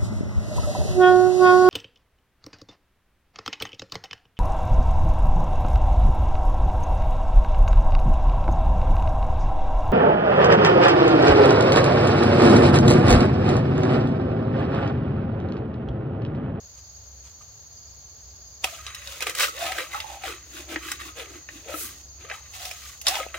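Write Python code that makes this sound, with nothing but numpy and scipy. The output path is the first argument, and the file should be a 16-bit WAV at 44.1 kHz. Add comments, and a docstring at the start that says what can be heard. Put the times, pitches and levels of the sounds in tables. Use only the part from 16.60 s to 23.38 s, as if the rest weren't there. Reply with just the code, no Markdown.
"""Washing a metal lid in a stream.

The lid is knocked about and scrubbed on the shallow gravel bed, lifted, drained and slapped back in.
Sand rasps on the metal, water gurgles in the hollow under it, bubbles plop and the lid pings.
Insects shrill in the banks over a faint wash, a thin high hiss and a low drone."""
import sys
import numpy as np
from scipy import signal
from scipy.fft import rfft, irfft, next_fast_len
from scipy.io import wavfile
from scipy.ndimage import uniform_filter1d

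SR = 44100
rng = np.random.default_rng(int(sys.argv[2]) if len(sys.argv) > 2 else 0)


def master(y):
    """Save y as 16-bit WAV."""
    cut = np.clip(np.atleast_2d(y).T, -1, 1)
    pcm = np.round(cut * 32767)  # scale
    wavfile.write(sys.argv[1], SR, pcm.astype(np.int16))


N = 298998
T = np.arange(N) / SR


# Pushes through sand and water: (peak time [s], rise [s], fall [s], rasp [dB], grit [dB], slosh [dB])
STROKES = [ (2.056, 0.031, 0.21, -41.5, -45.5, -53), (2.28, 0.028, 0.078, -41, -58, -58),
           (2.37, 0.055, 0.094, -43, -57, -67), (2.53, 0.14, 0.12, -40, -46.5, -57),
           (2.628, 0.017, 0.023, -29.5, -40, -45.5), (2.675, 0.02, 0.056, -32, -39, -41),
           (2.822, 0.052, 0.06, -23, -27, -33), (3.05, 0.095, .11, -28, -39, -38),
           (3.19, 0.043, 0.082, -32.5, -40.5, -40), (3.35, 0.051, 0.071, -35, -45, -42.5),
           (3.545, 0.19, 0.047, -42, -51, -46.5), (3.676, 0.055, 0.085, -32.5, -43.5, -43),
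           (4.001, 0.11, 0.049, -40.5, -47.5, -48.5), (4.126, 0.043, 0.04, -35, -43, -40),
           (4.296, 0.1, 0.079, -38, -43.5, -47), (4.411, 0.02, 0.042, -33.5, -48.5, -49.5),
           (4.47, 0.045, 0.044, -39, -48, -49.5), (4.594, 0.033, 0.061, -35.5, -46.5, -44.5),
           (4.76, 0.14, 0.066, -49.5, -57, -50.5), (4.955, 0.07, 0.1, -46, -54, -54.5),
           (5.11, 0.055, 0.097, -38, -49, -42.5), (5.23, 0.075, 0.16, -45, -45, -53),
           (5.661, 0.072, 0.1, -47, -73, -53.5), (5.74, 0.033, 0.079, -42, -53, -54.5),
           (5.87, .04, 0.026, -49.5, -68, -78), (5.955, 0.032, 0.076, -42.5, -47, -60),
           (6.05, 0.1, 0.1, -41.5, -42.5, -51.5), (6.28, 0.34, 0.11, -48.5, -48.5, -74),
           (6.49, 0.033, 0.068, -26, -34.5, -37.5), (6.56, 0.047, 0.085, -31, -39, -39),
           (6.749, 0.0046, 0.045, -35.5, -51, -41)]

def stroke_gains():
    """Rasp, grit and slosh gains: each stroke swells, falls away and leaves the water settling."""
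    flank_db, settle_db, settle_db_per_s = -13, -19, 41
    power = np.zeros((3, N))
    for peak_s, rise_s, fall_s, *levels_db in STROKES:
        before_s, after_s = np.maximum(peak_s - T, 0), np.maximum(T - peak_s, 0)
        flanks = (before_s / rise_s) ** 1.63 + (after_s / fall_s) ** 1.48
        push = amp(flank_db * np.minimum(flanks, 20))
        settling = (1 - np.exp(-after_s / fall_s)) * amp(settle_db - settle_db_per_s * after_s)
        power += amp(levels_db)[:, None] ** 2 * (push ** 2 + settling ** 2)
    return np.sqrt(power)


# Sand on metal: (frequency [Hz], level [dB])
RASP_SPECTRUM = [(300, -69), (700, -22), (1100, 0), (2400, 3.5), (4000, -1), (6000, -25), (9000, -10.5),
                 (16000, -19)]

def scrubbing(gain):
    """Sand grains catch on the lid and ring it; small bubbles burst in the stirred water."""
    sand = grains(per_s=2600, spread_db=2)
    metal = unit(colour(lid(sand, direct=0.8, ring=0.83), RASP_SPECTRUM))
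    froth = amp(-6) * bubbles(np.full(N, 2150), per_s=380, octaves=0.95, cycles=45, spread_db=16)
    flicker = amp(2 * drift(per_s=120))
    return amp(-3) * gain * steady(metal + froth, window_s=0.052) * flicker


# Lid on stones and water: (time [s], level [dB], centre [Hz], treble [dB])
KNOCKS = [ (2.0418, -12, 2470, -10.5), (2.2647, -24.5, 3800, -36), (2.3465, -30, 3920, -4.5),
          (2.4726, -27, 3970, -16), (2.6052, -23.5, 2500, -10), (2.622, -24.5, 4000, -4),
          (2.6675, -17.5, 2070, -13.5), (2.6943, -24.5, 2480, -3.5), (2.7495, -27, 2710, -1.5),
          (2.7966, -20, 2450, -5), (2.804, -13.5, 2480, -22), (2.8403, -15.5, 2200, -24),
          (3.1189, -19, 2150, -14.5), (3.1829, -18, 1930, -19), (3.4015, -20.5, 2860, -18),
          (3.6354, -28, 2160, -24), (4.1581, -17, 1780, -38), (4.3156, -22.5, 1590, -3),
          (4.8874, -27.5, 1830, -30), (5.139, -33, 1590, -28), (5.698, -26.5, 2160, -37),
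          (5.712, -23, 1720, -40), (5.9379, -34.5, 2210, -18), (6.052, -27.5, 2640, -5.5),
          (6.111, -25, 2680, -10), (6.4133, -33.5, 2980, 0), (6.4671, -8, 3900, -19),
          (6.4813, -10.5, 4700, -11), (6.553, -18, 2770, -21), (6.7416, -25, 1670, -47)]

def knocks():
    """Each blow cracks and dies in a short crunch: pitched clack, bright edge and thud."""
    out, t = np.zeros(N), np.arange(4096) / SR
    fade = (np.exp(-t / 0.0019) + 0.27 * np.exp(-t / 0.013)) * (1 - np.exp(-t / 0.00036))
    for time_s, db, hz, treble_db in KNOCKS:
        clack, edge, thud = rng.standard_normal((3, len(t))) * fade
        clack = band(clack + 2 * resonate(clack, hz, width_hz=0.25 * hz), 1470, 1.78 * hz)
        parts = [clack, band(edge, 3500, 23300), band(thud, 460, 1010)]
        thud_db = -10.5 - 6 * np.log2(hz / 2000)  # duller blows thud more
        gains = amp([0, treble_db + 8.5, thud_db])
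        crunch = sum(gain * part / np.linalg.norm(part) for gain, part in zip(gains, parts))
        add(out, time_s + 0.0004, amp(db) * np.linalg.norm(fade) * crunch)
    return amp(-0.5) * lid(out, direct=0.58, ring=0.5)


# Modes of the wet lid: (frequency [Hz], width [Hz], level [dB])
LID_MODES = [(1203, 34, -2), (1279, 48, 7.5), (1614, 82, -3.5), (1890, 29, -1), (2026, 140, 2),
             (2280, 24, -5), (2565, 120, 2), (2770, 67, -4), (3094, 46, -4), (3630, 56, -13),
             (3880, 81, -3.5), (5500, 230, 1)]

def lid(contact, direct, ring):
    """Contact noise plus the lid's modes, damped by hands and water."""
    modes = sum(amp(db) * resonate(contact, hz, width_hz) for hz, width_hz, db in LID_MODES)
    return direct * contact + ring * modes


# Air pocket under the lid: (time [s], resonance [Hz])
POCKET_PITCH = [(2.04, 706), (2.3, 604), (2.7, 467), (2.82, 600), (2.93, 410), (3.01, 670), (3.13, 760),
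                (3.21, 496), (3.4, 885), (3.64, 737), (3.7, 402), (3.78, 327), (4.5, 330), (4.6, 500),
                (4.74, 305), (4.98, 279), (5.1, 565), (5.19, 530), (5.25, 262), (5.62, 307), (5.76, 930),
                (6.0, 723), (6.5, 690), (6.56, 923), (6.61, 630)]
# Churning water: (frequency [Hz], level [dB])
CHURN_SPECTRUM = [(100, -10), (200, -6.5), (300, -22), (420, -1.5), (600, 11), (900, 3), (1400, -43),
                  (3000, -80)]

def sloshing(gain):
    """Water churns under the lid; the air pocket sings low when pressed flat, high when tilted."""
    pocket_hz = np.interp(T, *np.transpose(POCKET_PITCH))
    pocket = resonate(grains(per_s=900, spread_db=2), pocket_hz, width_hz=75)
    pocket = unit(resonate(pocket, pocket_hz, width_hz=200))
    gurgle = amp(-10.5) * bubbles(pocket_hz, per_s=220, octaves=0.27, cycles=38, spread_db=5)
    churn = amp(-8) * unit(colour(grains(per_s=1200, spread_db=3), CHURN_SPECTRUM))
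    # deepest lid mode, strongest when pressed flat
    drum = resonate(grains(per_s=600, spread_db=1), 344, width_hz=29)
    drum = amp(-5) * unit(resonate(drum, 282, width_hz=89)) * (400 / pocket_hz) ** 2
    return amp(1.5) * gain * steady(pocket + gurgle + churn + drum, window_s=0.079)


# Plops, gulps and pings: (time [s], pitch [Hz], level [dB], t60 [s])
SHORT_NOTES = [ (.81, 1226, -46, 0.044), (2.043, 736, -24, 0.053), (2.071, 1213, -31.5, 0.079),
               (2.19, 1243, -42.5, 0.091), (2.821, 566, -30, 0.033), (2.883, 1297, -24.5, .09),
               (3.025, 690, -27, 0.089), (3.333, 2050, -30, 0.079), (3.344, 1302, -24, 0.14),
               (3.348, 810, -28, .06), (3.443, 855, -30.5, 0.079), (3.637, 766, -31, 0.093),
               (4.162, 312, -22.5, .07), (4.49, 1240, -36, 0.13), (4.756, 317, -29, 0.049),
               (4.955, 299, -32, 0.057), (5.096, 538, -31, 0.059), (5.138, 305.4, -32, 0.16),
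               (5.142, 1298, -26.5, 0.043), (5.235, 242, -39, 0.091), (5.704, 590, -30, 0.049),
               (5.722, 767, -34, 0.082), (6.599, 1240, -23, 0.063), (6.604, 536, -25.5, 0.06),
               (6.63, 2110, -24, 0.021), (6.665, 614, -11.5, 0.0064), (6.686, 2650, -36.5, 0.026)]

def plops_and_pings():
    """Short pitched notes: bubble plops, air-pocket gulps and the lid's ringing pings."""
    out = np.zeros(N)
    for time_s, hz, db, t60_s in SHORT_NOTES:
        add(out, time_s, amp(db) * damped_note(hz, t60_s, rise=0.016))
    return out


# Wet rustles as the lid is handled: (time [s], level [dB], length [s])
RUSTLES = [(0.178, -59.5, 0.05), (0.67, -55.5, 0.068), (0.82, -62, 0.05), (2.041, -32.5, 0.012)]

def drips():
    """Drops run off the raised lid; handling adds faint wet rustles."""
    drops = bubbles(np.full(N, 2100), per_s=130, octaves=0.95, cycles=32, spread_db=10)
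    runoff = swell(time_s=5.2, db=-56, length_s=0.16) * drops
    rustle = unit(band(grains(per_s=1600, spread_db=4), 360, 6500))
    return runoff + sum(swell(*row) for row in RUSTLES) * rustle


# Grit and droplets: (frequency [Hz], level [dB])
SPRAY_SPECTRUM = [(1000, -60), (3000, 4.5), (5500, 5), (7500, 3.5), (9000, -2.5), (12000, -3), (15500, -1)]

def spray(gain):
    """Grit and fine droplets crackle round the hands in flurries, partly different in each ear."""
    middle, left, right = (grains(per_s=4600, spread_db=2.5) for _ in range(3))
    fizz = unit(colour(middle + 2.34 * np.array([left, right]), SPRAY_SPECTRUM))
    flurries = amp(1.8 * drift(per_s=330))
    return amp(5) * gain * fizz * flurries


def squirt():
    """A thin sheet of water hisses from under the rim."""
    hiss = unit(band(rng.standard_normal((2, N)), 6800, 19600))
    return hiss * swell(time_s=5.215, db=-31.5, length_s=0.14)


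# Early scatter off the banks: (frequency [Hz], gain [dB])
SCATTER_SPECTRUM = [(200, -11.5), (1000, 1.5), (2500, -5), (5000, 4.5), (15000, -1.5)]

def banks(x, right_lag_s, early_t60_s, late_t60_s, late_db):
    """Direct sound plus scatter off ground and banks, cycling steadily among three echo patterns."""
    t, scatter = np.arange(SR // 2) / SR, np.zeros((2, N))
    shape = (2, 2, len(t))
    for pattern in range(3):
        early, late = rng.choice([-1., 1.], shape) * (rng.random(shape) < 0.25)
        early = early * 1000 ** (-t / early_t60_s)
        late = band(late, 410, 13500) * 1000 ** (-t / late_t60_s)
        early, late = (h / np.linalg.norm(h, axis=1, keepdims=True) for h in (early, late))
        response = colour(early, SCATTER_SPECTRUM) + amp(late_db) * late
        crossfade = np.sqrt(2 / 3) * np.cos(np.pi * (4 * T + pattern / 3))
        scatter += signal.fftconvolve((x * crossfade)[None], response, axes=1)[:, :N]
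    delay = np.exp(-2j * np.pi * np.fft.rfftfreq(N, 1 / SR) * right_lag_s)
    return np.array([x, irfft(rfft(x) * delay, N)]) + scatter


# Distant insects: (frequency [Hz], level [dB])
CHORUS_SPECTRUM = [(3700, -21), (4150, -14), (4400, -2.5), (4650, -9.5), (4920, -5.5), (5100, -12),
                   (5880, -11), (6150, 1), (6450, -1.5), (6620, 5.5), (6780, 1), (6930, 0), (7250, -10),
                   (7900, -35.5)]
# Phrases of the lowest cricket: (time [s], level [dB], length [s])
CRICKET_PHRASES = [(.28, -58.5, 0.35), (1.23, -56, 0.25), (1.88, -58, 0.56), (5.5, -60, 0.19)]

def insects():
    """A distant chorus shrills; nearer crickets pulse through it."""
    chorus = amp(-49.5) * unit(colour(rng.standard_normal((2, N)), CHORUS_SPECTRUM))
    chorus *= amp(0.56 * drift(per_s=48))
    near = (amp(-58) * cricket(6180, width_hz=42, per_s=21)
            + amp(-59.5) * cricket(6365, width_hz=85, per_s=53)
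            + amp(-55) * cricket(6590, width_hz=65, per_s=16))
    phrases = sum(swell(*row) for row in CRICKET_PHRASES)
    return chorus + near + phrases * cricket(4860, width_hz=180, per_s=19.5)


def cricket(hz, width_hz, per_s):
    """Regular wing strokes ring a narrow resonance, blurred by distance."""
    turns = np.cumsum(per_s * (1 + 0.0347 * drift(per_s=2.64))) / SR
    wings = np.exp(1.3 * np.cos(2 * np.pi * turns)) * rng.standard_normal((2, N))
    return unit(resonate(resonate(wings, hz, width_hz), hz, 2 * width_hz))


# Background wash and high hiss: (frequency [Hz], level [dB])
BACKGROUND_SPECTRUM = [(20, -4), (45, -19), (90, 15), (125, 5.5), (170, 3.5), (250, -2.5), (600, 2),
                       (1200, -1.5), (2500, -11), (4000, -3.5), (7000, -6.5), (8500, -105), (11500, -23),
                       (13000, -7), (15500, -10.5)]

def background_wash():
    """Faint background wash with a thin high hiss."""
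    middle = colour(rng.standard_normal(N), [(110, 4.5), (300, -3), (700, -4), (1500, -39)])
    sides = colour(rng.standard_normal((2, N)), [(60, -2), (130, -5.5), (300, -5), (700, -1)])
    return amp(-55) * unit(colour(middle + sides, BACKGROUND_SPECTRUM))


def drone():
    """A low wavering drone, alike in both ears."""
    hum = resonate(rng.standard_normal(N), 64, width_hz=8)
    return amp(-53) * unit(resonate(hum, 68, width_hz=28))


def damped_note(hz, t60_s, rise):
    """A dying sine whose pitch climbs slightly."""
    t = np.arange(int(t60_s * SR) + 2) / SR
    tone = np.sin(2 * np.pi * hz * t * (1 + rise * t / t60_s))
    return tone * 1000 ** (-t / t60_s) * (1 - np.exp(-t * hz))


def bubbles(pitch_hz, per_s, octaves, cycles, spread_db):
    """Random bubbles around a pitch curve, each rising in pitch as it nears the surface."""
    out = np.zeros(N)
    for when, detune, loud in rng.random((int(per_s * N / SR), 3)):
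        hz = pitch_hz[int(when * N)] * 2 ** (octaves * (2 * detune - 1))
        add(out, when * N / SR, amp(spread_db * loud ** 2) * damped_note(hz, cycles / hz, rise=0.035))
    return unit(out)


def grains(per_s, spread_db):
    """Tiny impacts, most weak, a few strong."""
    size = amp(spread_db * np.minimum(rng.exponential(1, N), 4))
    return unit(size * rng.choice([-1, 1], N) * (rng.random(N) < per_s / SR))


def swell(time_s, db, length_s):
    """Gaussian gain curve centred on time_s."""
    return amp(db) * np.exp(-(2 * (T - time_s) / length_s) ** 2)


def drift(per_s):
    """Random wander, rms 1."""
    return unit(np.interp(T * per_s, np.arange(4096), rng.standard_normal(4096)))


def steady(x, window_s):
    """Evens out slow level swings, keeps the fine grain."""
    power = abs(uniform_filter1d(x ** 2, max(int(window_s * SR), 2)))
    return x / np.sqrt(power + 1e-12)


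def resonate(x, hz, width_hz):
    """Unity-gain resonance; hz may be a curve."""
    carrier = np.exp(2j * np.pi * np.cumsum(hz * np.ones(x.shape[-1])) / SR)
    pole = np.exp(-np.pi * width_hz / SR)
    return 2 * (carrier * signal.lfilter([1 - pole], [1, -pole], x / carrier + 1e-18)).real


def colour(x, spectrum):
    """Filters by (frequency [Hz], gain [dB]) points."""
    hz, db = np.transpose(spectrum)
    size = next_fast_len(x.shape[-1] + 2048)
    bins_hz = np.fft.rfftfreq(size, 1 / SR)
    gain = amp(np.interp(np.log(bins_hz + 1), np.log(hz), db))
    return irfft(rfft(x, size) * gain, size)[..., :x.shape[-1]]


def band(x, low_hz, high_hz):
    """Causal band-pass."""
    sos = signal.butter(2, [low_hz, min(high_hz, SR / 2 - 1)], "band", fs=SR, output="sos")
    return signal.sosfilt(sos, x)


def add(mix, time_s, sound):
    """Mixes a sound in at time_s."""
    part = mix[max(round(time_s * SR), 0):][:len(sound)]
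    part += sound[:len(part)]


def amp(db):
    """Decibels to gain."""
    return 10 ** (np.asarray(db) / 20)


def unit(x):
    """Scales to rms 1."""
    return x / np.sqrt(np.mean(x ** 2) + 1e-20)


def scene():
    """Lid and water in front; insects, faint wash and drone behind."""
    rasp_gain, grit_gain, slosh_gain = stroke_gains()
    washing = scrubbing(rasp_gain) + sloshing(slosh_gain) + knocks() + plops_and_pings() + drips()
    front = banks(washing, right_lag_s=0.00004, early_t60_s=0.022, late_t60_s=0.19, late_db=-12)
    front += spray(grit_gain) + squirt()
    balance = amp([[-0.7], [-0.3]])
    return front * balance + insects() + background_wash() + drone()


def record(dry):
    """Steep low-pass at 15.9 kHz."""
    taps = signal.firwin(301, 15900, window=("kaiser", 9), fs=SR)
    return signal.oaconvolve(dry, taps[None], "same")


dry = scene()
out = record(dry)
master(out)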